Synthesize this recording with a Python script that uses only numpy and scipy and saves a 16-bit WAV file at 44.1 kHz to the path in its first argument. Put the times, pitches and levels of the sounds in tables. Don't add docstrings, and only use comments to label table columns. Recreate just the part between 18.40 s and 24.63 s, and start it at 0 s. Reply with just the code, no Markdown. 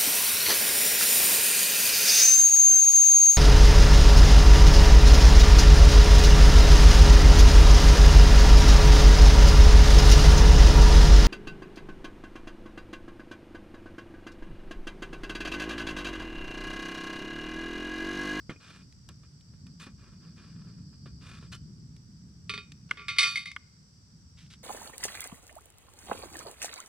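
import sys
import numpy as np
from scipy import signal
from scipy.fft import rfft, irfft, next_fast_len
from scipy.io import wavfile
from scipy.ndimage import uniform_filter1d

SR = 44100
rng = np.random.default_rng(int(sys.argv[2]) if len(sys.argv) > 2 else 0)


def pcm_store(signal):
    levels = np.round(np.clip(np.atleast_2d(signal), -1, 1) * 32767)
    wavfile.write(sys.argv[1], SR, levels.astype(np.int16).T)


N = 274743
TIME = np.arange(N) / SR
RING = TIME[:SR // 2]


def undb(db):
    return 10 ** (np.asarray(db) / 20)


def unit(x):
    return x / np.sqrt(np.mean(x ** 2) + 1e-30)


def add(track, s, x):
    i = max(int(s * SR), 0)
    track[..., i:i + x.shape[-1]] += x[..., :N - i]


def colour(x, points, tilt_db=0):
    hz, db = np.transpose(points)
    f = np.maximum(np.fft.rfftfreq(x.shape[-1], 1 / SR), 1)
    gain = undb(np.interp(np.log(f), np.log(hz), db + tilt_db * np.log2(hz)))
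    skirts = np.minimum(f / hz[0], 1) * np.minimum(hz[-1] / f, 1) ** 2
    return unit(irfft(rfft(x) * gain * skirts, x.shape[-1]))


def fade(t60):
    return np.exp(-np.log(1000) * RING / t60)


def burst(eq, t60, tilt_db=0):
    return colour(rng.standard_normal(len(RING)), eq, tilt_db) * fade(t60)


def walk(rate):
    hold = int(SR / rate)
    steps = np.repeat(rng.standard_normal(N // hold + 1), hold)
    return unit(uniform_filter1d(uniform_filter1d(steps, hold), hold)[:N])


def radiated(x, edge_hz):
    return signal.sosfilt(signal.butter(4, edge_hz, "high", fs=SR, output="sos"), x)


def strokes(table, eq, grain_db, jerk_db=2):
    out = np.zeros(N)
    slips = rng.standard_normal(N) * undb(grain_db * walk(1200) + jerk_db * walk(110))
    for s, length, level_db, tilt_db in table:
        run = np.roll(slips, -int(s * SR))[:len(RING)]
        push = np.sin(np.pi * np.minimum(RING / length, 1) ** 0.49)
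        add(out, s, undb(level_db) * push * colour(run, eq, tilt_db))
    return out


def cicada(level_db=-71.5, click_hz=78.5, top_hz=6050, fall_hz=900):
    phase = np.cumsum(click_hz * (1 + 0.017 * walk(4))) / SR % 1
    chirps = np.exp(2j * np.pi * np.cumsum(top_hz - fall_hz * phase) / SR) * np.sin(np.pi * phase)
    blur = np.array([walk(300) + 1j * walk(300) for ear in range(2)])
    return undb(level_db) * unit(np.real(chirps * blur))


# f/Hz, level/dB
HUSH_EQ = [(20, 0), (100, 10.5), (400, 7), (700, -0.5), (1400, 2), (2500, -6), (4000, -2.5), (6700, -13.5),
           (9000, -10.5), (12000, -20), (15000, -19.5)]
LOW_CHORUS_EQ = [(3800, -35.5), (4300, -13.5), (4700, -3.5), (5000, -3.5), (5300, -11.5), (6000, -31.5)]
HIGH_CHORUS_EQ = [(4700, -35), (5350, -6.5), (5950, -4.5), (6400, -20.5), (7000, -16), (7500, -11),
                  (7700, -5.5), (7900, -12.5), (8200, -15), (8800, -33.5)]
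def forest(hush_db=-69.5, low_db=-67, high_db=-68.5, swell_db=1.94, flicker_db=1.14):
    low = colour(rng.standard_normal((2, N)), LOW_CHORUS_EQ)
    low *= undb(low_db + swell_db * walk(2) + flicker_db * walk(28))
    high = undb(high_db) * colour(rng.standard_normal((2, N)), HIGH_CHORUS_EQ)
    return low + high + cicada() + undb(hush_db) * colour(rng.standard_normal((2, N)), HUSH_EQ)


# t/s, level/dB
BLAZE = [(0, -57.5), (1.7, -51.5), (2.2, -48), (3.5, -46.5), (4.3, -53.5), (5.4, -61), (6.23, -54)]
# f/Hz, level/dB
FLAME_EQ = [(50, -16), (100, -3), (140, 2.5), (170, 3), (230, -6), (310, -18), (420, -28), (600, -49),
            (1200, -50.5)]
DRAUGHT_EQ = [(20, -28.5), (40, -9.5), (68, 5.5), (110, 4), (200, -21)]
def stove(flutter_db=2, flame_side_db=-17, draught_db=-58, draught_side_db=-11, surge_db=2, follow=0.37):
    apart = np.array([[1], [-1]])
    blaze_db = np.interp(TIME, *np.transpose(BLAZE))
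    mid, side = colour(rng.standard_normal((2, N)), FLAME_EQ)
    roar = (mid + undb(flame_side_db) * apart * side) * undb(blaze_db + flutter_db * walk(18))
    mid, side = colour(rng.standard_normal((2, N)), DRAUGHT_EQ)
    rumble_db = draught_db + follow * (blaze_db - blaze_db.mean()) + surge_db * walk(7.3)
    return roar + undb(rumble_db) * (mid + undb(draught_side_db) * apart * side)


# f/Hz, level/dB
CRISP_EQ = [(200, -4.5), (700, -7), (1400, 2.5), (3300, 2), (6000, -8), (9000, -16.5), (15000, -37.5)]
# t/s, length/s, level/dB, tilt/(dB/octave)
RUSTLES = [(5.97, 0.12, -58.5, 3.5), (6.1, 0.07, -55, 4)]
def rustles():
    return strokes(RUSTLES, CRISP_EQ, grain_db=2)


# t/s, level/dB, tilt/(dB/octave)
DRY_CLICKS = [(.525, -52.5, 5.5), (.689, -42.5, 8), (1.01, -56, 6.5), (1.268, -52, 6), (3.565, -54.5, 7),
              (4.3198, -42.5, 3.5), (5.116, -42.5, 3), (6.137, -45.5, 1)]
def dry_clicks(t60=0.02):
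    out = np.zeros(N)
    for s, level_db, tilt_db in DRY_CLICKS:
        add(out, s, undb(level_db) * burst(CRISP_EQ, t60, tilt_db))
    return out


# f/Hz, level/dB
RUB_EQ = [(200, 1.5), (500, -4.5), (850, -13.5), (1200, 0.5), (1400, 2.5), (1730, -1), (2050, -11.5),
          (2480, -0.5), (3300, -4), (4200, -5.5), (6000, -10.5), (9000, -15), (11500, -25.5), (15000, -34)]
# t/s, length/s, push level/dB
TWISTS = [(0.199, 0.27, -56.5), (1.397, 0.087, -50.5), (1.58, 0.23, -64.5), (1.8, 0.16, -66),
          (1.96, 0.22, -61), (2.14, 0.34, -67), (2.807, .3, -55.5), (3.117, 0.061, -49)]
# t/s, level/dB
CATCHES = [(.1, -42), (.69, -53), (0.833, -60), (1.135, -65), (1.266, -62.5), (1.467, -49.5), (2.529, -65),
           (2.659, -51), (3.027, -55.5)]
# t/s, f/Hz, level/dB, t60/s
PINGS = [(.162, 2460, -51, .06), (3.135, 3020, -45, .11), (3.122, 4230, -53, .15)]
def twisting(rub_db=1, ring_db=-4, held_damping=5, neutral_push_db=-57.5, brighten=0.33):
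    pushes = [(s, length, db, brighten * (db - neutral_push_db)) for s, length, db in TWISTS]
    rub = strokes(pushes, RUB_EQ, grain_db=2, jerk_db=2.15)
    for s, db in CATCHES:
        add(rub, s, undb(db) * burst(RUB_EQ, t60=0.12, tilt_db=-3))
    held_lid = sum(undb(db / 2) * np.sin(2 * np.pi * hz * RING) * fade(t60 / held_damping)
                   for hz, db, t60 in LID_MODES)
    ring = np.std(rub) * unit(signal.fftconvolve(rub, held_lid)[:N])
    out = undb(rub_db) * rub + undb(ring_db) * ring
    for s, hz, db, t60 in PINGS:
        add(out, s, undb(db) * np.sin(2 * np.pi * hz * RING) * fade(t60))
    return out


# f/Hz, level/dB, t60/s
TIN_MODES = [(1210, -5, 0.021), (1472, -0.5, 0.019), (1695, -10, 0.02), (2125, 2.5, 0.015),
             (2900, -11, 0.019), (3220, -10.5, 0.023), (4300, -27, 0.018)]
# f/Hz, level/dB
HOLLOW = [(205, 5.5), (290, 2), (410, -2.5)]
# t/s, level/dB, relative thump/dB
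TIN_KNOCKS = [(.0945, -31.5, -4), (.110, -41, -1), (.161, -55, 2.5), (4.5098, -23, -29.5),
              (4.5112, -14.5, -40), (5.1631, -23, -38)]
def tin(scuff_s=4.488, scuff_length_s=0.091, scuff_db=-53.5, scuff_tilt_db=-1.5,
        contact_s=0.0043, thump_t60=0.032, grit_db=-17):
    out = strokes([(scuff_s, scuff_length_s, scuff_db, scuff_tilt_db)], RUB_EQ, grain_db=5)
    body = sum(undb(db) * np.sin(2 * np.pi * hz * RING) * fade(t60) for hz, db, t60 in TIN_MODES)
    body *= (1 - fade(contact_s)) ** 2
    thump = sum(undb(db) * np.sin(2 * np.pi * hz * RING) for hz, db in HOLLOW) * fade(thump_t60)
    for s, level_db, thump_db in TIN_KNOCKS:
        knock = radiated(body + undb(grit_db) * burst(RUB_EQ, t60=0.012), edge_hz=950)
        add(out, s, undb(level_db) * (knock - undb(thump_db) * thump))
    return out


def bounces(s, gap_s, shrink, count=3):
    return enumerate(s + gap_s * (1 - shrink ** np.arange(count)) / (1 - shrink))


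def contact(s, level_db, tilt_db, face_db, damping):
    return s, level_db, tilt_db, face_db, damping


# t/s, level/dB, tilt/(dB/octave), damping factor, first rebound gap/s, loss per rebound/dB
LID_HITS = [(4.0951, -28, -1, 1.96, .0424, 3.5), (4.572, -43, -5.5, 0.95, .021, 3),
            (4.683, -28, -1, 1.0, .081, 10.5), (4.7844, -17.5, 4.5, 1.8, 0.045, 7)]
def chatter(first_face_db=-9, face_db_per_s=24.5, dulling_db=1):
    for s, level_db, tilt_db, damping, gap_s, loss_db in LID_HITS:
        face_db = first_face_db + face_db_per_s * (s - LID_HITS[0][0])
        for k, at in bounces(s, gap_s, shrink=.93):
            yield contact(at, level_db - k * loss_db, tilt_db - k * dulling_db, face_db, damping)


def rattle(drop_s, gap_s=.0105, jitter=.12, level_db=-24.5, fall_db_per_s=108.5):
    for k, chance in enumerate(rng.standard_normal(8)):
        after = gap_s * (k + 1 + jitter * chance)
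        yield contact(drop_s + after, level_db - fall_db_per_s * after,
                      tilt_db=1, face_db=1.5, damping=0.99)


def rocking(drop_s, gap_s=.1721, shrink=.582, rim_lag_s=.015):
    for k, at in bounces(drop_s + gap_s, gap_s * shrink, shrink):
        yield contact(at, level_db=-31.5 - 7.5 * k, tilt_db=3.5, face_db=17, damping=4.2)
        yield contact(at + rim_lag_s, level_db=-35.5 - 9 * k, tilt_db=3.5, face_db=14, damping=1.5)


# f/Hz, level/dB
WASH_EQ = [(300, -20), (420, -16.5), (600, -41), (830, -30.5), (1100, -12), (1600, -2.5), (2200, 1.5),
           (2750, -4), (3600, 3), (3950, -15.5), (4400, 2), (6300, -17), (10000, -22), (11500, -30),
           (15000, -42)]
def overtones(level_db=-9, t60=.22, spread_db=5, count=70):
    hz = rng.uniform(1500, 14500, count)
    db = np.interp(hz, *np.transpose(WASH_EQ)) + spread_db * rng.standard_normal(count)
    gain = unit(undb(db)) * np.sqrt(2 / count)
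    return np.transpose([hz, level_db + 20 * np.log10(gain), np.full(count, t60)])


# f/Hz, level/dB, t60/s
LID_MODES = [(412, -19, .16), (1161, -6, .26), (1388, -7, .3), (1790, -17, .15), (2095, -5, .22),
             (2125, 3, .04), (2148, -7, .18), (2218, -5, .22), (2340, -11, .38), (2459, -2, .36),
             (2496, -8.5, .28), (2544, -5, .25), (2893, -14, .38), (2931, -13, .38), (3215, -10, .2),
             (3580, -12, .2), (3646, -5, .2), (3733, -7, .42), (4210, -11, .3), (4290, -13, .15),
             (4542, -10.5, .45), (4885, -13, .18), (4926, -12, .18), (5770, -15.5, .33), (6481, -23, .35),
             (6783, -25, .25), (7905, -21, .3), (8635, -26, .2), (9150, -17, .14), (10400, -21, .08)]
def lid(ring_db=-4.5, wash_db=-10, wash_t60=.2, tick_db=-1, tick_t60=0.01, rim_tick_share=0.0992,
        face_hz=2135, face_width_hz=120, hoop_share=.7,
        grind_s=0.28, grind_db=-42.5, grind_tilt_db=5, rest_s=5.115, rest_t60=.14):
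    hz, db, t60 = np.vstack([LID_MODES, overtones()]).T
    modes = np.exp(2j * np.pi * hz[:, None] * RING) * fade(t60[:, None])
    face = np.exp(-((hz - face_hz) / face_width_hz) ** 2) - hoop_share * (hz == hz.min())
    attack = (1 - fade(0.0063)) ** 2
    drop_s = LID_HITS[-1][0]
    out = strokes([(drop_s, grind_s, grind_db, grind_tilt_db)], WASH_EQ, grain_db=3)
    for s, level_db, tilt_db, face_db, damping in [*chatter(), *rattle(drop_s), *rocking(drop_s)]:
        gain = undb(db + tilt_db * np.log2(hz / face_hz) + face_db * face)
        phase = np.exp(2j * np.pi * rng.random(len(hz)))
        choke = fade(0.41) ** (damping - 1)
        ring = undb(ring_db) * np.imag((gain * phase) @ modes) * attack * choke
        grit = colour(rng.standard_normal(len(RING)), WASH_EQ, tilt_db) * (1 - fade(0.0011))
        tick = undb(tick_db - rim_tick_share * face_db) * fade(tick_t60)
        wash = undb(wash_db) * fade(wash_t60 / damping)
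        add(out, s, undb(level_db) * (ring + grit * (wash + tick)))
    mute = undb(-60 * np.maximum(TIME - rest_s, 0) / rest_t60)
    return radiated(out, edge_hz=330) * mute


def place(x, lag, pan_db, most_rad=6.8):
    size = next_fast_len(N + SR // 10)
    gap = most_rad * np.tanh(2 * np.pi * np.fft.rfftfreq(size) * lag / most_rad)
    late = irfft(rfft(x, size) * np.exp(-1j * gap), size)[:N]
    return np.array([late * undb(pan_db / 2), x * undb(-pan_db / 2)])


def echoes(x, wet_db, t60, tilt_db):
    scatter = colour(rng.standard_normal((2, len(RING))), [(300, 0), (15000, 0)], tilt_db)
    tail = unit(scatter * fade(t60) * (1 - fade(t60 / 10))) / np.sqrt(len(RING))
    return undb(wet_db) * signal.fftconvolve(x[None], tail, axes=1)[:, :N]


def scene():
    clatter = lid()
    handling = tin() + twisting() + dry_clicks() + rustles()
    near = place(clatter, lag=1.7, pan_db=-1.5, most_rad=2.6) + place(handling, lag=1.3, pan_db=-0.2)
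    slab = echoes(clatter + handling, wet_db=-14.5, t60=0.0054, tilt_db=0.5)
    trees = echoes(clatter + handling, wet_db=-25.5, t60=.7, tilt_db=-1)
    return near + slab + trees + stove() + forest()


def record(dry, top_hz=15550):
    return signal.sosfilt(signal.ellip(8, .2, 70, top_hz, fs=SR, output="sos"), dry)


dry = scene()
out = record(dry)
pcm_store(out)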